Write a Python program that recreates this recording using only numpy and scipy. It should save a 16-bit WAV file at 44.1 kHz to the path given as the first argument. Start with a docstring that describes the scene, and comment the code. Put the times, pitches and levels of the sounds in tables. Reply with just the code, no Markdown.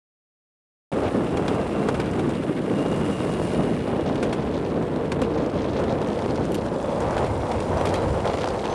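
"""An electric skateboard rolls fast along an asphalt street, heard from alongside.
From the start the road texture makes the wheels rumble and roar, grit crackles and wind buffets the
microphone. Soon stones snap, the rumble knocks dully, and front and rear wheels clack over cracks.
The drive hisses and whines as the board comes close; as it draws ahead, the whine fades and the wheels
ring hollow. Near top speed the bearings ring, a pebble pings, the running gear squeaks and wind gusts."""
import sys
import numpy as np
from scipy import signal
from scipy.fft import rfft, irfft, next_fast_len
from scipy.io import wavfile

SR = 44100
rng = np.random.default_rng(int(sys.argv[2]) if len(sys.argv) > 2 else 0)


def dump_mix(stems):
    """Bounce the given channels to the path in sys.argv[1] as a 16-bit WAV at rate SR."""
    frames = np.atleast_2d(stems).T  # one column per channel
    limited = np.clip(frames, -1, 1)  # hard clip at full scale
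    pcm = np.round(limited * 32767).astype(np.int16)
    wavfile.write(sys.argv[1], SR, pcm)


N = 385434

# speed of the board: time_s, speed_m_per_s
BOARD_SPEED = [(.9, 7.0), (2.0, 6.65), (4.25, 7.5), (5.2, 7.65), (7.2, 8.8), (7.9, 8.8), (8.74, 8.3)]
# spectrum of a tyre struck by the road: frequency_hz, level_db
TYRE_SPECTRUM = [(200, -16), (380, -2.5), (480, 2), (565, 0), (650, 0), (740, -3), (890, -6), (1120, -11),
                 (1450, -16.5), (2000, -23), (3000, -30.5), (5000, -42)]


def from_db(db):
    """Amplitude ratio: tenfold for every 20 dB."""
    return 10 ** (np.asarray(db) / 20)


def rms_one(x):
    """Normalisation to unit rms."""
    return x / np.sqrt(np.mean(x ** 2) + 1e-20)


def in_time(rows):
    """Linear interpolation: each column after the time, at every sample."""
    times_s, *columns = np.transpose(rows)
    return [np.interp(np.arange(N) / SR, times_s, column) for column in columns]


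def swell(start_s, rise_s, hold_s, fall_s):
    """A trapezoidal envelope, from 0 to 1 and back."""
    return np.interp(np.arange(N) / SR, start_s + np.cumsum([0, rise_s, hold_s, fall_s]), [0, 1, 1, 0])


def drift(per_s):
    """Random modulation of unit rms, taking per_s new values a second."""
    knots = rng.standard_normal(8192)
    return rms_one(np.interp(np.arange(N) / SR * per_s, np.arange(len(knots)), knots))


def grains(per_s, spread_db):
    """Shot noise: random contacts of uneven strength, at unit rms."""
    sizes = from_db(spread_db * np.clip(rng.standard_normal(N), -2, 2)) * rng.choice([-1, 1], N)
    return rms_one(sizes * (rng.random(N) < per_s / SR))


def low_pass(x, cutoff_hz, order=2):
    """Butterworth filtering: 6 dB an octave per order is lost above the cutoff."""
    return signal.sosfilt(signal.butter(order, cutoff_hz, fs=SR, output="sos"), x)


def colour(x, spectrum):
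    """Minimum-phase filtering: nothing sounds before its cause, and white noise keeps its level."""
    size = 2 * next_fast_len(N // 2 + SR // 4)
    hz, db = np.transpose(spectrum)
    bins_hz = np.arange(size // 2 + 1) * SR / size + 1  # 1 Hz up, to keep the logarithm finite
    skirts = np.minimum(1, np.minimum(bins_hz / hz[0], hz[-1] / bins_hz)) ** 2  # 12 dB an octave
    gain = rms_one(from_db(np.interp(np.log(bins_hz), np.log(hz), db)) * skirts)
    cepstrum = irfft(np.log(gain + 1e-9))
    cepstrum[1:size // 2] *= 2  # folding the cepstrum makes the filter causal
    cepstrum[size // 2 + 1:] = 0
    return irfft(rfft(x, size) * np.exp(rfft(cepstrum)))[:N]


def resonate(x, hz, width_hz, stages=1):
    """Damped resonance with a peak gain of 1; stages in series narrow the peak."""
    radius = np.exp(-np.pi * width_hz / SR)
    feedforward = np.array([1, 0, -1]) * (1 - radius ** 2) / 2
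    feedback = [1, -2 * radius * np.cos(2 * np.pi * hz / SR), radius ** 2]
    for _ in range(stages):
        x = signal.lfilter(feedforward, feedback, x + 1e-18)
    return x


def struck_mode(blows, hz, cycles=3.3):
    """Free decay: a struck body rings for a few cycles; a unit blow peaks near 1."""
    width_hz = hz / cycles
    return resonate(blows, hz, width_hz) * SR / (2 * np.pi * width_hz)


def rough_tone(hz, width_hz):
    """Narrow-band noise of unit rms: amplitude and phase wander about the pitch curve hz."""
    in_phase, quadrature = low_pass(rng.standard_normal((2, len(hz))), width_hz)
    phase = 2 * np.pi * np.cumsum(hz) / SR
    return rms_one(in_phase * np.cos(phase) + quadrature * np.sin(phase))


def knocks(rows, soft_hz=1500):
    """Soft impact: a blunt pulse rings one mode for each row of time_s, level_db, pitch_hz."""
    out = np.zeros(N + SR)
    blow = low_pass(signal.unit_impulse(SR // 20), soft_hz)
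    for time_s, db, hz in rows:
        start = round(time_s * SR)
        out[start:start + len(blow)] += from_db(db) * struck_mode(blow, hz)
    return out[:N]


def crumbling(decay_s, chips_db, chips_per_s=2500):
    """Brittle fracture: a first blow, then chips that fall 20 dB in decay_s; unit energy."""
    t = np.arange(SR // 40) / SR
    chips = rng.standard_normal(len(t)) * (rng.random(len(t)) < chips_per_s / SR)
    blows = (t == 0) + chips * from_db(chips_db - 20 * t / decay_s)
    return blows / np.linalg.norm(blows)


def at_speed(texture, top_m_per_s=8.8, pitch_exponent=.3):
    """Time scaling: the faster the road passes, the higher its texture sounds; unit rms."""
    speed_m_per_s, = in_time(BOARD_SPEED)
    pitch_ratio = np.clip(speed_m_per_s / top_m_per_s, 0, 1) ** pitch_exponent
    return rms_one(np.interp(np.cumsum(pitch_ratio), np.arange(N), texture))


def wheels():
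    """Roughness excitation: asphalt makes the deck rumble and the tyres roar, more on coarse patches."""
    # the asphalt, patch by patch: time_s, rumble_db, roar_db
    asphalt = [(0.94, -27.5, -28.5), (1.06, -29.5, -25.5), (1.2, -27, -32), (1.52, -29.5, -26.5),
               (1.7, -29, -31), (1.92, -26.5, -29), (2.28, -26, -31.5), (2.62, -28.5, -35.5),
               (2.84, -25.5, -29.5), (3.36, -28.5, -32.5), (3.55, -27, -29), (3.69, -25.5, -31),
               (3.8, -27, -37.5), (3.92, -28, -28.5), (4.15, -28, -30.5), (4.98, -28.5, -32),
               (5.2, -28, -31.5), (5.72, -30, -32.5), (5.85, -28.5, -30.5), (6.22, -29.5, -30.5),
               (6.4, -26, -31.5), (6.87, -32, -32.5), (7.18, -33, -23.5), (7.33, -33, -31.5),
               (7.54, -30.5, -26), (7.66, -30, -30.5), (7.82, -30.5, -25), (8.25, -32.5, -27),
               (8.74, -34.5, -28.5)]
    # response of the deck: frequency_hz, level_db
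    deck_spectrum = [(45, -20), (90, -10.5), (150, 1.5), (230, 3), (360, 1.5), (470, -3), (600, -7.5),
                     (750, -15), (1000, -26), (1800, -28), (3000, -60.5)]
    rumble_db, roar_db = in_time(asphalt)
    coarseness = drift(per_s=75)
    stretches_db = .75 * drift(per_s=18)
    rumble = at_speed(colour(grains(per_s=3000, spread_db=2), deck_spectrum))
    rumble *= from_db(rumble_db + 2.5 + 1.12 * coarseness)
    roar = at_speed(colour(grains(per_s=3400, spread_db=4.5), TYRE_SPECTRUM)) * from_db(roar_db)
    tyres = (roar + hollow_note() + tyre_rasp()) * from_db(1.13 * coarseness)
    return (rumble + tyres) * from_db(stretches_db)


def tyre_rasp(width_hz=530):
    """Forced resonance: coarse chippings rasp against the tyre edges in one broad, shifting band."""
    # rasp of the tyre edges: time_s, level_db, pitch_hz
    rasp_curve = [(.92, -43, 1128), (1.95, -42.5, 1123), (2.5, -47, 1075), (3.3, -42.5, 1029),
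                  (3.8, -45, 1018), (4.3, -46.5, 977), (4.8, -41.5, 946.5), (5.85, -41.5, 899),
                  (6.7, -40, 876.4), (7.15, -32, 866.3), (7.38, -38, 867), (7.7, -34.5, 875.5),
                  (7.98, -33.5, 870), (8.3, -37.5, 872.4), (8.44, -41, 871), (8.74, -37, 904)]
    db, hz = in_time(rasp_curve)
    texture = resonate(grains(per_s=1500, spread_db=4), hz.max(), width_hz, stages=2)
    gliding = np.interp(np.cumsum(hz / hz.max()), np.arange(N), texture)
    return from_db(db) * rms_one(gliding)


def sand():
    """Shot noise: thousands of tiny contacts a second merge into the crunch of fine sand."""
    # sand on the road: time_s, level_db
    sand_cover = [(.92, -45), (2.0, -44.5), (2.55, -45.5), (2.88, -43), (3.9, -44.5), (4.3, -48),
                  (6.3, -49.5), (6.8, -56), (7.85, -48.5), (8.74, -54)]
    # spectrum of the crunch: frequency_hz, level_db
    crunch_spectrum = [(900, 10), (1800, 14.5), (2600, 11.5), (3600, 6), (4800, -4.5), (6300, -11.5),
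                       (8500, -6), (12000, -16)]
    crunch_db, = in_time(sand_cover)
    uneven_db = 1.7 * drift(per_s=140)
    crunch = rms_one(colour(grains(per_s=7000, spread_db=14), crunch_spectrum))
    return crunch * from_db(crunch_db + uneven_db)


def grit(low_hz=1800, high_hz=5400, pitches=10, stray_db=-56.5, edge_s=.19):
    """Brittle fracture: loose grit ticks in clumps, each grain at one of several pitches."""
    # patches of loose grit: start_s, length_s, level_db
    patches = [(3.554, 0.23, -57), (4.095, 0.51, -54.5), (5.4, 1.14, -50.5), (6.8, 1.5, -55),
               (8.337, 0.065, -49.5), (8.641, 0.11, -45)]
    # spectral shaping of the ticks: frequency_hz, level_db
    tick_spectrum = [(600, -25), (1500, 9), (2800, 10), (4000, 11), (6500, 7), (9000, -2), (11000, -18),
                     (14000, -29)]
    clumps = from_db(4.5 * drift(per_s=60))
    blows = grains(per_s=600 * clumps, spread_db=6)
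    pitch_index = rng.integers(0, pitches, N)
    ticks = np.zeros(N)
    for index, hz in enumerate(np.geomspace(low_hz, high_hz, pitches)):
        tick = struck_mode(crumbling(decay_s=.0027, chips_db=-1), hz)
        ticks += signal.oaconvolve(blows * (pitch_index == index), tick)[:N]
    on_patches = sum(from_db(db) * swell(start_s - edge_s, edge_s, length_s, edge_s)
                     for start_s, length_s, db in patches)
    return rms_one(colour(ticks, tick_spectrum)) * (from_db(stray_db) + on_patches)


def drive(ring_db=-12.5, ahead_gain_db=1, ahead_span_s=(3.37, 4.37)):
    """Friction noise: belt and bearings hiss, ring the drive's metal and raise a breathy whistle."""
    # hiss of belt and bearings, louder when close or fast: time_s, level_db
    hiss_curve = [(.92, -53), (2.0, -53.5), (2.55, -57.5), (2.85, -50.5), (3.48, -48.5), (3.95, -59),
                  (5.55, -61.5), (6.05, -55.5), (7.9, -50.5), (8.74, -52.5)]
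    # spectrum of the hiss: frequency_hz, level_db
    hiss_spectrum = [(2500, -0.5), (5000, 5.5), (6500, 1), (7200, 4), (8500, 4), (9300, 4.5), (10400, -1.5),
                     (11500, -8), (12600, -17), (14000, -24), (16000, 2)]
    # resonances of the drive: pitch_hz, width_hz, level_db
    drive_modes = [(2820, 65, 5), (3820, 290, -1), (4750, 230, -20), (7100, 130, -26)]
    # the whistle, strongest and highest alongside: time_s, level_db, pitch_hz
    whistle_curve = [(.92, -69, 9530), (2.3, -65, 9400), (2.7, -65.5, 9440), (3.2, -58.5, 9590),
                     (3.6, -56.5, 9630), (3.95, -69, 9620), (5.4, -80, 9500), (6.3, -73, 9450),
                     (6.8, -67, 9420), (7.4, -72, 9400)]
    hiss_db, = in_time(hiss_curve)
    whistle_db, whistle_hz = in_time(whistle_curve)
    ahead = np.interp(np.arange(N) / SR, ahead_span_s, [0, 1])  # the board draws past the microphone
    rub = rng.standard_normal(N)
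    flutter_db = 1.3 * drift(per_s=130) + .8 * drift(per_s=35)
    ring = rms_one(sum(from_db(db) * resonate(rub, hz, width, stages=2) for hz, width, db in drive_modes))
    ring *= from_db(hiss_db + ring_db + ahead_gain_db * ahead)
    whistle = rough_tone(whistle_hz, width_hz=170) * from_db(whistle_db + 1.5 * drift(per_s=9.8))
    hiss = rms_one(colour(grains(per_s=7000, spread_db=6.5), hiss_spectrum)) * from_db(hiss_db)
    return (ring + whistle + hiss) * from_db(flutter_db)


def wind(breeze_db=-36.5):
    """Turbulence: eddies press on the microphone as lumpy low noise, with lulls and gusts."""
    # lulls and gusts: start_s, rise_s, hold_s, fall_s, change_db
    gusts = [(2.351, 0.25, .25, .1, -18), (6.6, 0.14, .2, .06, -3.5), (6.987, .05, 0.23, 0.41, 7),
             (7.447, 0.42, 0.29, 0.2, 9)]
    # spectrum of the eddies: frequency_hz, level_db
    eddy_spectrum = [(15, -24), (30, -23), (48, -10), (70, -4), (95, -2.5), (140, -8.5), (260, -41.5)]
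    gust_db = sum(db * swell(*timing) for *timing, db in gusts)
    lumps_db = 1.1 * drift(per_s=24)
    eddies = rms_one(colour(rng.standard_normal(N), eddy_spectrum))
    return eddies * from_db(breeze_db + gust_db + lumps_db)


def motor(shake_hz=15, waver_hz=7, waver_db=2.5):
    """Random modulation: the motor whines, a thin unsteady tone inside a buzz roughened by the ride."""
    # the whine, heard while the board is close: time_s, buzz_db, tone_db, pitch_hz
    whine_curve = [(.92, -76, -80, 2850), (1.4, -51.5, -62, 2800), (1.8, -52.5, -60, 2745),
                   (2.1, -56, -68, 2790), (2.7, -58, -70, 2830), (2.82, -50, -52.5, 2826),
                   (3.2, -51, -53.5, 2824), (3.6, -54, -56, 2855), (3.85, -55, -68, 2875),
                   (4.3, -58, -70, 2880), (4.6, -85, -90, 2860)]
    buzz_db, tone_db, hz = in_time(whine_curve)
    buzz = rough_tone(hz + shake_hz * drift(per_s=60), width_hz=75)
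    phase = 2 * np.pi * np.cumsum(hz + waver_hz * drift(per_s=25)) / SR
    tone = np.sqrt(2) * np.sin(phase)
    return from_db(buzz_db) * buzz + from_db(tone_db + waver_db * drift(per_s=30)) * tone


def scuffs(width_hz=1800):
    """Sliding friction: grit dragged under a wheel scrapes briefly in a broad band."""
    # scrapes over grit: start_s, length_s, level_db, pitch_hz
    scrapes = [(1.03, 0.078, -41, 2340), (1.26, 0.019, -43.5, 2400), (5.226, .028, -36.5, 2490)]
    rub = grains(per_s=3200, spread_db=5)
    out = np.zeros(N)
    for start_s, length_s, db, hz in scrapes:
        scrape = rms_one(resonate(rub, hz, width_hz, stages=2))
        out += from_db(db) * swell(start_s, length_s / 2, 0, length_s / 2) * scrape
    return out


def stones(snap_db=4, thud_db=1, thud_hz=1400):
    """Brittle fracture: larger stones snap, crumble for a moment and give the wheel a small thud; a few crack
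    hits and after-hits snap the same way."""
    # sharp snaps under a wheel, mostly stones breaking; the rows at 4.262 and 4.295 s are after-hits of the
    # crack at 4.226 s, and those at 6.544 and 7.892 s are further crack hits: time_s, level_db, pitch_hz
    fractures = [(1.035, -27, 4000), (1.481, -17, 3300), (1.615, -30, 3200), (2.113, -24, 7500),
                 (2.2927, -23, 7500), (2.353, -31, 3500), (2.7857, -34, 3300), (2.8627, -26, 3200),
                 (3.2015, -27, 3200), (3.338, -25, 3300), (3.879, -29, 3600), (4.01, -26, 3180),
                 (4.0657, -28, 3200), (4.157, -21.5, 2800), (4.2312, -26, 8000), (4.262, -28, 2200),
                 (4.295, -28, 2700), (4.5438, -28, 3400), (4.577, -27, 3232), (4.8257, -32, 3500),
                 (4.961, -27, 3200), (5.2172, -22, 8000), (5.387, -29, 3600), (5.462, -29, 5500),
                 (5.4985, -27, 3400), (5.542, -31, 3400), (5.5657, -30, 3300), (5.6381, -37, 3400),
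                 (5.839, -26, 3300), (5.925, -27, 4500), (6.0164, -23, 3110), (6.074, -25, 7000),
                 (6.0855, -24, 2867), (6.222, -25, 3400), (6.2612, -29, 4310), (6.308, -23, 3950),
                 (6.358, -23.5, 4000), (6.453, -22, 7000), (6.544, -21, 5000), (6.658, -30, 7000),
                 (6.6635, -26, 3500), (6.8277, -26, 7000), (7.0047, -20, 7000), (7.1089, -24, 6000),
                 (7.168, -22, 3960), (7.2468, -24, 3800), (7.516, -22, 3340), (7.7726, -23, 4200),
                 (7.892, -20, 5500), (8.204, -26, 3000), (8.255, -19.5, 2600), (8.275, -19, 2800),
                 (8.335, -21, 3000), (8.341, -23, 2800), (8.372, -23, 2830), (8.386, -21, 3004),
                 (8.4108, -21, 3190), (8.419, -22, 3500), (8.435, -24, 3194), (8.4428, -19, 3410),
                 (8.458, -24, 3300), (8.474, -20, 4460), (8.487, -18.5, 4200), (8.505, -22, 3800),
                 (8.563, -29, 3830), (8.592, -30, 3400), (8.644, -24, 2730), (8.6557, -20, 3070),
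                 (8.678, -25, 2600)]
    snaps = np.zeros(N)
    for time_s, db, hz in fractures:
        snap = struck_mode(crumbling(decay_s=.011, chips_db=-6), hz, cycles=2.2)
        start = round(time_s * SR)
        snaps[start:start + len(snap)] += from_db(db) * snap
    thuds = knocks([(time_s, db + thud_db, thud_hz) for time_s, db, _ in fractures])
    return from_db(snap_db) * low_pass(snaps, cutoff_hz=9000) + thuds


def dull_knocking(knock_db=6, small_db=-10, small_per_s=3):
    """Damped transients: brief dull knocks and swells in the road rumble; small ones come at random."""
    # brief dull knocks and swells in the road rumble: time_s, level_db, pitch_hz
    rumble_knocks = [(1.208, -21, 450), (1.395, -17.5, 350), (1.515, -18, 410), (1.667, -22, 650),
                     (1.752, -22, 600), (1.892, -20, 850), (2.055, -32, 320), (2.495, -17.5, 215),
                     (3.046, -25, 653), (3.09, -34, 650), (3.206, -18, 250), (3.283, -22, 380),
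                     (3.399, -16, 329.4), (3.417, -18, 556), (3.876, -20, 566), (4.098, -19, 603),
                     (5.168, -20, 387), (5.223, -15.5, 480), (5.46, -23, 467), (5.681, -25, 450),
                     (6.085, -21, 200), (6.261, -17, 377), (6.292, -21, 650), (6.383, -18, 596),
                     (6.59, -24, 264), (6.674, -23, 650), (6.817, -24, 706), (6.845, -21, 627),
                     (7.107, -25, 544), (7.168, -14.5, 600), (7.243, -15, 450), (7.434, -17, 600),
                     (8.34, -14.5, 650), (8.442, -14.5, 790), (8.476, -18.5, 800), (8.559, -33, 700)]
    small_pulses = from_db(small_db) * (rng.random(N) < small_per_s / SR)
    return from_db(knock_db) * knocks(rumble_knocks) + colour(small_pulses, TYRE_SPECTRUM)


def wheel_drops(wheelbase_m=.75):
    """Travel delay: the rear wheels meet each crack after the front, by wheelbase over speed."""
    # cracks across the road: time_s, clack_db, thump_db, decay_s, rear_change_db
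    road_cracks = [(1.369, -36.5, -23, 0.018, 1.5), (1.885, -33, -16, 0.018, -1),
                   (1.942, -41, -23, 0.041, -4.5), (2.191, -39, -28, 0.022, -3),
                   (4.226, -31.5, -19.5, 0.022, -1), (5.117, -31.5, -18, 0.015, -1),
                   (5.787, -46, -22, 0.098, -23), (7.177, -35.5, -18.5, 0.022, -7.5),
                   (7.517, -37, -45, 0.0052, 4.5), (7.81, -36, -15, 0.0063, -9),
                   (7.853, -30.5, -34, 0.014, 0.5), (7.869, -35, -28, 0.011, -2)]
    for time_s, clack_db, thump_db, decay_s, rear_db in road_cracks:
        delay_s = wheelbase_m / np.interp(time_s, *np.transpose(BOARD_SPEED))
        yield time_s, clack_db, thump_db, decay_s
        yield time_s + delay_s, clack_db + rear_db, thump_db + rear_db, decay_s


def cracks(rise_s=.0028, rattle_db=-12, rattle_s=.048, rebound_s=.054, rebound_db=10, rebound_hz=430):
    """Impact excitation: a wheel drop thumps and rings the trucks; hardware rattles, the deck rebounds."""
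    # resonances of the trucks: pitch_hz, width_hz, level_db
    truck_modes = [(1400, 230, -13), (1850, 280, 4), (2470, 380, -3.5), (3190, 240, 7.5), (4200, 110, -5)]
    # spectrum of the gritty clack: frequency_hz, level_db
    clack_spectrum = [(300, 1), (1000, -6), (2200, 20), (3800, 8), (6000, 3), (9500, 3.5), (11500, -5.5),
                      (13500, -20), (16000, -30)]
    # spectrum of the thump: frequency_hz, level_db
    thump_spectrum = [(70, -14), (200, -9), (500, -5), (900, -18.5), (1500, -18.5), (3000, -50.5)]
    clack, rattle, thump = np.zeros((3, N))  # envelopes
    t = np.arange(SR // 4) / SR
    rise = np.minimum(t / rise_s, 1)
    rebounds = []
    for time_s, clack_db, thump_db, decay_s in wheel_drops():
        span = slice(round(time_s * SR), round(time_s * SR) + len(t))
        blow = rise * from_db(-20 * np.maximum(t - rise_s, 0) / decay_s)
        clack[span] += from_db(clack_db) * blow
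        rattle[span] += rise * from_db(clack_db + rattle_db - 20 * t / rattle_s)
        thump[span] += from_db(thump_db) * blow
        rebounds.append((time_s + rebound_s, clack_db + rebound_db, rebound_hz))
    contact = clack * grains(per_s=6000, spread_db=1) + rattle * grains(per_s=580, spread_db=0)
    ring = sum(resonate(contact, hz, width) * from_db(db + 3 * drift(per_s=16))
               for hz, width, db in truck_modes)
    thumps = colour(thump * rng.standard_normal(N), thump_spectrum)
    return colour(contact, clack_spectrum) + ring + knocks(rebounds) + thumps


def hollow_note(waver_hz=10):
    """Resonance: the wheels ring with one hollow note that wavers with the load on them."""
    # the note, coming out as the board draws ahead and gathers speed: time_s, level_db, pitch_hz
    note_curve = [(3.2, -46, 440), (3.6, -35, 450), (5.3, -34.5, 464.8), (5.9, -36.5, 494.6),
                  (6.45, -30, 499), (6.95, -31.5, 539.5), (7.4, -35.5, 499), (8.0, -32.5, 525.5),
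                  (8.74, -34.5, 471)]
    db, hz = in_time(note_curve)
    return from_db(db) * rough_tone(hz + waver_hz * drift(per_s=8), width_hz=49)


def bearings(wander_hz=55, shimmer_db=3):
    """Modal vibration: near top speed the bearings ring faintly, each note coming and going alone."""
    # resonances of the bearings: pitch_hz, width_hz, level_db
    bearing_modes = [(5000, 96, -66), (5870, 90, -68), (7130, 130, -65), (8700, 95, -74), (9300, 82, -80),
                     (11580, 100, -81)]
    ring = np.zeros(N)
    for hz, width_hz, db in bearing_modes:
        note = rough_tone(hz + wander_hz * drift(per_s=5.5), width_hz)
        ring += note * from_db(db + shimmer_db * drift(per_s=9))
    return ring * swell(start_s=6.1, rise_s=1.6, hold_s=.91, fall_s=.99)


def pebble(gain_db=27):
    """Impulse response: a flung pebble bounces off metal, whose modes ring briefly."""
    # bounces of the pebble: time_s, level_db
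    bounces = [(6.520, -34), (6.5452, -29.5), (6.5515, -34), (6.554, -33)]
    # resonances of the struck metal: pitch_hz, width_hz, level_db
    metal_modes = [(3017, 280, 4), (4400, 300, -3), (5860, 300, -5), (7150, 220, -1.5), (8500, 400, -7),
                   (9500, 220, -2.5), (10500, 400, -5), (11500, 350, -4)]
    blows = np.zeros(N)
    for time_s, db in bounces:
        blows[round(time_s * SR)] += from_db(db)
    ping = sum(from_db(db) * resonate(blows, hz, width) for hz, width, db in metal_modes)
    return from_db(gain_db) * low_pass(ping, cutoff_hz=12400, order=10)


def squeaks(width_hz=70):
    """Amplitude modulation: each squeak of the running gear is a narrow band that swells and fades."""
    # squeaks of the running gear: start_s, length_s, pitch_hz, level_db
    gear_squeaks = [(6.717, 0.33, 3430, -57), (7.76, .08, 5900, -55), (7.923, 0.1, 3960, -49),
                    (8.662, 0.11, 6160, -52)]
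    out = np.zeros(N + SR)
    for start_s, length_s, hz, db in gear_squeaks:
        start, length = round(start_s * SR), round(length_s * SR)
        arch = np.sin(np.linspace(0, np.pi, length))
        out[start:start + length] += from_db(db) * arch * rough_tone(np.full(length, hz), width_hz)
    return out[:N]


def scene():
    """Superposition: road contact, running gear and wind add in one channel."""
    road = wheels() + dull_knocking() + cracks() + sand() + grit() + stones() + scuffs() + pebble()
    return (road + drive() + motor() + bearings() + squeaks() + wind())[None]


def record(dry, start_s=.917, ceiling=.5, top_hz=15800):
    """Band limiting and saturation: after an abrupt start, the treble is dulled and peaks are rounded."""
    onset = np.clip((np.arange(N) / SR - start_s) / .001, 0, 1)
    dulled = low_pass(dry * onset, cutoff_hz=11700, order=3)
    rounded = ceiling * np.tanh(dulled / ceiling)
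    return signal.sosfilt(signal.ellip(10, .1, 80, top_hz, fs=SR, output="sos"), rounded)


dry = scene()
out = record(dry)
dump_mix(out)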